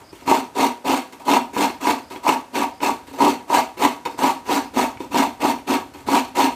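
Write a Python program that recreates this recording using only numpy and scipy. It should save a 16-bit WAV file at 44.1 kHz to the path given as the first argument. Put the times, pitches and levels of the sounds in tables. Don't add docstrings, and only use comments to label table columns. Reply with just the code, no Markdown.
import sys
import numpy as np
from scipy import signal
from scipy.io import wavfile
from scipy.ndimage import uniform_filter1d

SR = 44100
rng = np.random.default_rng(int(sys.argv[2]) if len(sys.argv) > 2 else 0)


def volts_from_db(level):
    exponent = np.asarray(level, float) / 20
    return 10 ** exponent


def output_pcm(signal):
    pcm = np.clip(np.atleast_2d(signal).T, -1, 1) * 32767
    wavfile.write(sys.argv[1], SR, np.round(pcm).astype(np.int16))


N = 288855


def grating():
    shell_hz, stool_hz = grip()
    return shell_bite(shell_hz) + stool_thrum(stool_hz) + tearing() + blade_pings() + nut_knocks()


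# (frequency [Hz], width [Hz], level [dB])
SHELL_MODES = [(656.5, 71, -2), (766.7, 38, -2.5), (865, 86, -2), (898, 21, -1.5), (946, 24.4, -1.5),
               (1012.6, 88, -5.5), (1135, 27, -8), (1263.6, 31, -7.5)]
# (lead [s], share of touch dip [1], easing [dB/s], let-go drop [dB], release [dB/s])
BITE_WAY = (0.00089, 1.1, 69, 1.45, 257)


def shell_bite(favoured_hz):
    press = force(BITE_WAY, np.zeros(len(STROKES)), np.zeros(len(TURNS)))
    slip = chatter(hz=71.5, depth_db=1.5) * slips(900, spread_db=1.5)
    bite = volts_from_db(-3.5) * press * slip + strike(PEAK_DB, signal.windows.hann(5))
    return body(bite, SHELL_MODES, favoured_hz, lean_db=14.0)


# (frequency [Hz], width [Hz], level [dB])
STOOL_MODES = [(187.4, 113, -11.5), (253.9, 39, -1.5), (290, 39.3, -3), (336.7, 50.5, -6.5),
               (365, 49, -5.5), (443.5, 60, -8.5), (533, 63, -8.5)]
# (lead [s], share of touch dip [1], easing [dB/s], let-go drop [dB], release [dB/s])
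THRUM_WAY = (.003, 0.81, 65, 1.4, 285)


def stool_thrum(favoured_hz):
    thrum = force(THRUM_WAY, np.transpose(HOLDS)[2], np.transpose(TURNS)[3])
    slip = chatter(hz=29.8, depth_db=1) * slips(1500, spread_db=1.0)
    thumps = strike(PEAK_DB + THUMP_DB + 3.0, signal.windows.hann(5))
    shove = volts_from_db(2.0) * thrum * slip + thumps
    stool = filtered(body(shove, STOOL_MODES, favoured_hz, lean_db=8.5), 2, 170, "high")
    legs = volts_from_db(-30) / 15 * resonate(resonate(shove, 82, 78), 82, 78)
    return stool + legs


# (frequency [Hz], density [dB/Hz])
TEARING_SPECTRUM = [(700, -14.5), (1400, 2.5), (2600, -4.5), (3300, -4.5), (5500, -8.5), (8000, -7),
                    (11600, -18), (15500, -25.5)]
# (frequency [Hz], width [Hz], lift over tearing [dB])
BLADE_MODES = [(2150, 130, 5.5), (2626, 740, 8), (3630, 340, 3), (4362, 264, 8), (5920, 1100, 3),
               (14050, 3600, 13.5)]
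# (lead [s], share of touch dip [1], easing [dB/s], let-go drop [dB], release [dB/s])
HISS_WAY = (-0.0079, .95, 52, 4.5, 215)
TEAR_ON_S = [-.005, 0.0027, 0.015, -0.0054, 0.0081, 0.0045, 0.00038, 0.0016, 0.0056, 0.016, -0.00046,
             -0.000075, 0.005, -0.0041, 0.000037, 0.0012, 0.0069, 0.00028, 0.013, 0.0016]


def tearing():
    stroke_db, rub_db = np.transpose(HOLDS)[3], np.transpose(TURNS)[4]
    hiss = force(HISS_WAY, stroke_db, rub_db, touch_s=0.0088, longer_s=TEAR_ON_S)
    tear = volts_from_db(-2.0) * hiss * chatter(hz=57.7, depth_db=1.43) * slips(12000, spread_db=-0.5)
    crackle = rng.standard_normal(1500) * np.exp(-np.arange(1500) / SR / 0.0059)
    dull = signal.lfilter(*signal.butter(2, 4520, fs=SR), crackle)
    cracks_db = PEAK_DB + CRACK_DB
    cracks = strike(cracks_db - 7.5 + SNAGS_ONLY_DB, crackle) + strike(cracks_db - 5.5 + KNOCKS_ONLY_DB, dull)
    return colour(teeth(tear, hiss, patch_db=2.5) + cracks, TEARING_SPECTRUM, BLADE_MODES)


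def teeth(x, level, patch_db):
    fizz_per_db, firm_db = -0.12, -32
    hz, t, z = signal.stft(x, SR, nperseg=256, noverlap=192)
    patches = rng.standard_normal(z.shape[::-1])
    patches = uniform_filter1d(patches, size=11, axis=0)
    patches = evened(uniform_filter1d(patches, size=2, axis=1)).T
    level_db = 20 * np.log10(np.interp(t, np.arange(N) / SR, level) + .001)
    octaves = np.clip(np.log2((hz + 1) / 4500), 0, 1.3)
    tilt_db = np.outer(octaves, fizz_per_db * (level_db - firm_db))
    return signal.istft(z * volts_from_db(patch_db * patches + tilt_db), SR, nperseg=256, noverlap=192)[1][:N]


def blade_pings():
    out = np.zeros(N + 1500)
    for s, peak_db, _, crack_db, hz in BLOWS:
        out[round(s * SR):][:1500] += volts_from_db(peak_db + crack_db - 8) * damped(hz, .0025)
    return out[:N]


# (frequency [Hz], level [dB], decay [s])
LOOSE_NUT = [(474, -9.5, 0.0093), (942, -13.5, 0.01)]


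def nut_knocks():
    t = np.arange(4000) / SR
    hollow = sum(volts_from_db(db) * np.exp(-t / decay) * np.sin(2 * np.pi * hz * t) for hz, db, decay in LOOSE_NUT)
    shell = strike(PEAK_DB - 8.5, damped(925, 0.0017))
    stool = strike(PEAK_DB + THUMP_DB - 3.5, damped(347, 0.0022))
    return shell + stool + strike(PEAK_DB + KNOCKS_ONLY_DB, hollow)


# (time [s], peak [dB], thump over peak [dB], crack over peak [dB], tooth [Hz])
SNAGS = [(0.313, 0, -6, -13.5, 2140), (0.609, -7, -2, -21, 2150), (0.896, -2.5, -6.5, -16, 2150),
         (1.336, 3.5, -22, -17, 2720), (1.87, -1, -11, -17, 2270), (2.266, 1, -29, -34, 2240),
         (2.282, -14.5, -17, -3, 2680), (2.29, 1.5, -7, -11.5, 2750), (2.297, -1, -10.5, -28, 2170),
         (2.832, -3.5, -12.5, -32, 2710), (3.205, -4, -18, -19, 4270), (3.22, 1, -22, -21, 2120),
         (3.237, -4.5, -2, -25, 2050), (3.501, -5.5, -10.5, -24, 2080), (3.547, -1.5, -15, -20, 2150),
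         (3.822, -3.5, -22, -15, 2150), (3.849, 2.5, -11.5, -15, 1930), (4.24, 0.5, -12, -19.5, 2150),
         (4.508, -5, -11, -24, 2120), (5.144, -11.5, 1, -11, 4276), (5.449, 0, -6.5, -25, 2700),
         (6.086, -5, -6, -21, 2170), (6.404, 2, -23, -22, 2260), (1.281, -5.5, -9, -16, 4200)]
# (time [s], peak [dB], thump over peak [dB], crack over peak [dB], # tooth
# [Hz])
KNOCKS = [(0.13, -34, 8.5, -9, 2440), (1.132, -32.5, 1, -7.5, 2160), (2.11, -33, 7, -7, 2940),
          (2.16, -26.5, 2.5, -4, 3300), (2.804, -25, -6, -4, 3000), (3.084, -36, 2, -15, 3840),
          (4.053, -24, -7, -1.5, 4400), (4.059, -12.5, -15, -10.5, 3700), (4.071, -18.5, -10, -7.5, 2620),
          (4.144, -40, 11, -10, 2680), (4.972, -44, 8, 9.5, 2300), (5.004, -22.5, 7.5, -11.5, 3590),
          (5.679, -29, -4, -3, 2600), (0.869, -16, -5, -16, 2200), (1.7, -24, 3, -5, 4400),
          (3.772, -33, 6, -6, 2600), (6.352, -34, -12, -21, 2700), (5.948, -36, 7.5, -4, 3200),
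          (5.02, -30, -14, -11, 3700), (4.771, -12, -1, -18, 1900), (0.277, -11, -1.5, -16, 4300),
          (1.566, -9.5, -13, -18, 2200), (4.19, -14, -8, -18, 2200)]
BLOWS = [*SNAGS, *KNOCKS]
BLOW_S, PEAK_DB, THUMP_DB, CRACK_DB, _ = np.transpose(BLOWS)
SNAGS_ONLY_DB = -200 * (np.arange(len(BLOWS)) >= len(SNAGS))
KNOCKS_ONLY_DB = -200 - SNAGS_ONLY_DB


def strike(levels_db, blow):
    at = np.zeros(N)
    at[np.round(BLOW_S * SR).astype(int)] = volts_from_db(levels_db)
    return signal.oaconvolve(at, blow)[:N]


# (touch time [s], build-up [s], cut end after touch [s], full pressure [dB], touch dip [dB])
STROKES = [(0.245, 0.045, 0.14, -15.5, 18), (0.536, 0.061, 0.12, -14.5, 17),
           (0.834, 0.056, 0.12, -14.5, 11.5), (1.238, 0.056, 0.13, -14, 21), (1.519, 0.1, 0.12, -13.5, 18),
           (1.795, 0.091, 0.11, -14, 14.5), (2.219, 0.053, 0.12, -16.3, 15.5),
           (2.518, 0.041, 0.11, -17.5, 16.5), (2.797, 0.026, 0.099, -16.5, 17),
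           (3.169, 0.047, 0.12, -12.5, 18.5), (3.468, 0.072, 0.12, -11.5, 24),
           (3.759, 0.08, 0.095, -13, 21.5), (4.166, 0.059, 0.13, -15.5, 13.5),
           (4.438, 0.079, 0.14, -16, 24.5), (4.724, 0.054, 0.11, -13, 20.5),
           (5.096, 0.077, 0.13, -13.5, 21.5), (5.388, 0.057, 0.11, -15, 14.1),
           (5.659, 0.042, 0.094, -18, 8.5), (6.054, 0.088, 0.11, -13, 14), (6.338, 0.058, 0.119, -13, 11)]
# (time [s], length [s], pressure [dB], thrum over pressure [dB], hiss over it [dB])
TURNS = [(0.0, 0.0081, -43, -1, -9), (0.124, 0.073, -55.5, 6, 7), (0.207, 0.034, -44, 6, -8),
         (1.122, 0.019, -40.5, -1, -4), (1.195, 0.025, -37.5, -10, -10.5), (2.1, 0.07, -32.5, -2, -8.5),
         (3.068, 0.044, -44, 6, -1.5), (3.129, .06, -39.5, 2, -4.5), (4.05, 0.0099, -21.5, -6, -13),
         (4.102, 0.032, -50, 4, 1), (4.997, .05, -37, 1, -7), (5.935, 0.093, -43, 1, -3)]


def force(way, stroke_db, rub_db, touch_s=0.014, longer_s=np.zeros(len(STROKES))):
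    lead, share, ease, drop_db, release = way
    total = np.zeros(N)
    for (s, build, cut, db, dip_db), over_db, extra in zip(STROKES, stroke_db, longer_s):
        total += push(s - lead, touch_s, build, cut + extra, db + over_db, share * dip_db, ease, drop_db, release)
    for (s, length, db, _, _), over_db in zip(TURNS, rub_db):
        total += push(s, 0.003, 0, length, db + over_db, 0, 59, 0, 360)
    return total


def push(start, touch, build, cut, top_db, dip_db, ease, drop_db, release):
    touch_rise_db, build_bow, let_go_s = 21, 0.61, 0.018
    build = max(build, touch + .001)
    cut = max(cut, build + .001)
    touch_db, end_db = top_db - dip_db, top_db - ease * (cut - build)
    freed_db = end_db - drop_db
    s = [-.001, 0, touch, (touch + build) / 2, build, cut, cut + let_go_s, cut + 1]
    db = [-200, touch_db - touch_rise_db, touch_db, touch_db + build_bow * dip_db, top_db,
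          end_db, freed_db - release * let_go_s, freed_db - release]
    out, first = np.zeros(N), max(int(start * SR) - 50, 0)
    span = np.arange(first, min(first + SR // 2, N))
    out[span] = volts_from_db(np.interp(span / SR - start, s, db))
    return out


# (shell pitch [Hz], stool pitch [Hz], thrum over pressure [dB], hiss over pressure [dB])
HOLDS = [(930, 290, -5, -8.5), (940, 390, -4.5, -8), (874, 330, -4, -9), (910, 292, -2.3, -8.5),
         (870, 280, -3.6, -9), (950, 310, -5.5, -9.4), (980, 280, -6.5, -9), (900, 313, -3, -9),
         (894, 353, -2.5, -8.5), (875, 333, -1.5, -10.5), (886, 356, -7, -9.5), (970, 334, -5.0, -8.5),
         (890, 286, -2.5, -9), (940, 347, -2, -6.5), (894, 313, -3.6, -9.5), (940, 240, -2.3, -8.5),
         (900, 290, -2, -9.5), (965, 313, 0.6, -6.5), (924, 316, -4.0, -8), (905, 323, -5, -8.5)]
# (shell pitch [Hz], stool pitch [Hz])
TURN_HZ = (950, 375)


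def grip():
    sag = 0.064
    rows = [(s, *TURN_HZ) for s, *_ in TURNS]
    for (s, _, cut, *_), (shell_hz, stool_hz, *_) in zip(STROKES, HOLDS):
        rows.append((s, shell_hz, stool_hz * (1 + sag)))
        rows.append((s + cut, shell_hz, stool_hz * (1 - sag)))
    return curve(sorted(rows))


def slips(per_s, spread_db):
    size = volts_from_db(spread_db * np.minimum(rng.exponential(1, N), 4))
    return evened(size * rng.standard_normal(N) * (rng.random(N) < per_s / SR))


def chatter(hz, depth_db):
    swing = signal.lfilter(*signal.butter(2, hz, fs=SR), rng.standard_normal(N))
    return evened(volts_from_db(depth_db * evened(swing)))


def body(drive, modes, favoured_hz, lean_db):
    ring = np.zeros(N)
    for k, (hz, width, db) in enumerate(modes):
        held_db = db - lean_db * abs(np.log2(hz / favoured_hz))
        ring += (-1) ** k * resonate(drive * volts_from_db(held_db), hz, width)
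    return ring


def resonate(x, hz, width):
    turn = np.exp(2j * np.pi * np.cumsum(hz * np.ones(N)) / SR)
    r = np.exp(-np.pi * width / SR)
    return np.sqrt(2 * (1 - r ** 2)) * (turn * signal.lfilter([1], [1, -r], x / turn)).real


def damped(hz, decay_s):
    u = np.arange(1500) / SR / decay_s
    return np.e * u * np.exp(-u) * np.sin(2 * np.pi * hz * decay_s * u)


# (frequency [Hz], t60 [s])
KITCHEN_T60 = [(200, 0.37), (1000, 0.3), (4000, 0.28), (14000, 0.096)]


def kitchen(x):
    taps = np.zeros(SR // 2)
    at = np.arange(200, SR // 2 - 20, 20)
    taps[at + rng.integers(0, 20, len(at))] = rng.choice([-1., 1.], len(at))
    hz, t, z = signal.stft(taps, SR, nperseg=256)
    f, t60 = np.transpose(KITCHEN_T60)
    band_t60 = np.interp(np.log(hz + 1), np.log(f), t60)[:, None]
    tail = signal.istft(z * volts_from_db(-60 * t / band_t60), SR, nperseg=256)[1]
    return signal.fftconvolve(x, tail / np.linalg.norm(tail))[:N]


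# (time [s], length [s], level [dB])
INSECT_CALLS = [
    (0.032, 0.06, -58),
    (0.086, 0.035, -52),
    (0.225, .04, -58),
    (1.702, 0.087, -57),
    (2.018, 0.14, -59),
    (2.727, 0.072, -59),
    (4.082, .11, -59),
    (4.64, 0.058, -56),
]


def insect():
    t = np.arange(N) / SR
    calls = np.zeros(N)
    for s, length, db in INSECT_CALLS:
        calls += volts_from_db(db) * np.clip(np.minimum(t - s, s + length - t) / .012, 0, 1)
    return calls * evened(filtered(slips(4000, spread_db=1), 4, [4550, 5250], "band"))


# (frequency [Hz], density [dB/Hz])
AIR_SPECTRUM = [(18, -6), (40, -22), (70, -18), (140, -8), (300, -2), (1000, -7), (3000, -17.5),
                (8000, -21.5), (15500, -30.5)]
# (time [s], level [dB])
RUMBLE = [(0.0, -53), (0.51, -60), (0.64, -53), (0.88, -65), (1.79, -56.5), (1.93, -57), (2.57, -62),
          (2.74, -58), (3.03, -55), (3.57, -63), (3.68, -57), (4.03, -60), (5.04, -49.5), (5.69, -55.5),
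          (6.04, -49.5), (6.48, -59), (6.55, -40)]


def air():
    hush = volts_from_db(-50) * colour(rng.standard_normal(N), AIR_SPECTRUM)
    low = filtered(rng.standard_normal(N), 2, [45, 120], "band")
    return hush + volts_from_db(curve(RUMBLE)[0] + 1.0) * evened(low)


def evened(x):
    return x / np.sqrt(np.mean(x ** 2) + 1e-20)


def filtered(x, order, hz, kind):
    return signal.sosfilt(signal.butter(order, hz, kind, fs=SR, output="sos"), x)


def curve(rows):
    s, *columns = np.transpose(rows)
    return [np.interp(np.arange(N) / SR, s, c) for c in columns]


def colour(x, points, bumps=()):
    hz = abs(np.fft.fftfreq(4096, 1 / SR))
    f, db = np.transpose(points)
    db = np.interp(np.log(hz + 1), np.log(f), db)
    for at, width, lift in bumps:
        db = db + lift / (1 + (2 * (hz - at) / width) ** 2)
    log_gain = np.log(volts_from_db(db))
    taps = np.fft.ifft(np.exp(np.conj(signal.hilbert(log_gain)))).real[:2048]
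    return signal.oaconvolve(x, taps / np.linalg.norm(taps))[:N]


def scene():
    near = grating()
    return (near + volts_from_db(-10.0) * kitchen(near) + insect() + air())[None]


def top_cut(x):
    return signal.sosfilt(signal.butter(12, 15710, fs=SR, output="sos"), x)


def record(dry):
    thin = filtered(dry, 2, 60, "high")
    held = 1.5 * np.tanh(thin / 1.5)
    edge = signal.firwin(1501, 15020, window=("kaiser", 9), fs=SR)
    mix = signal.oaconvolve(held, edge[None], "same")
    return top_cut(mix)


dry = scene()
out = record(dry)
output_pcm(out)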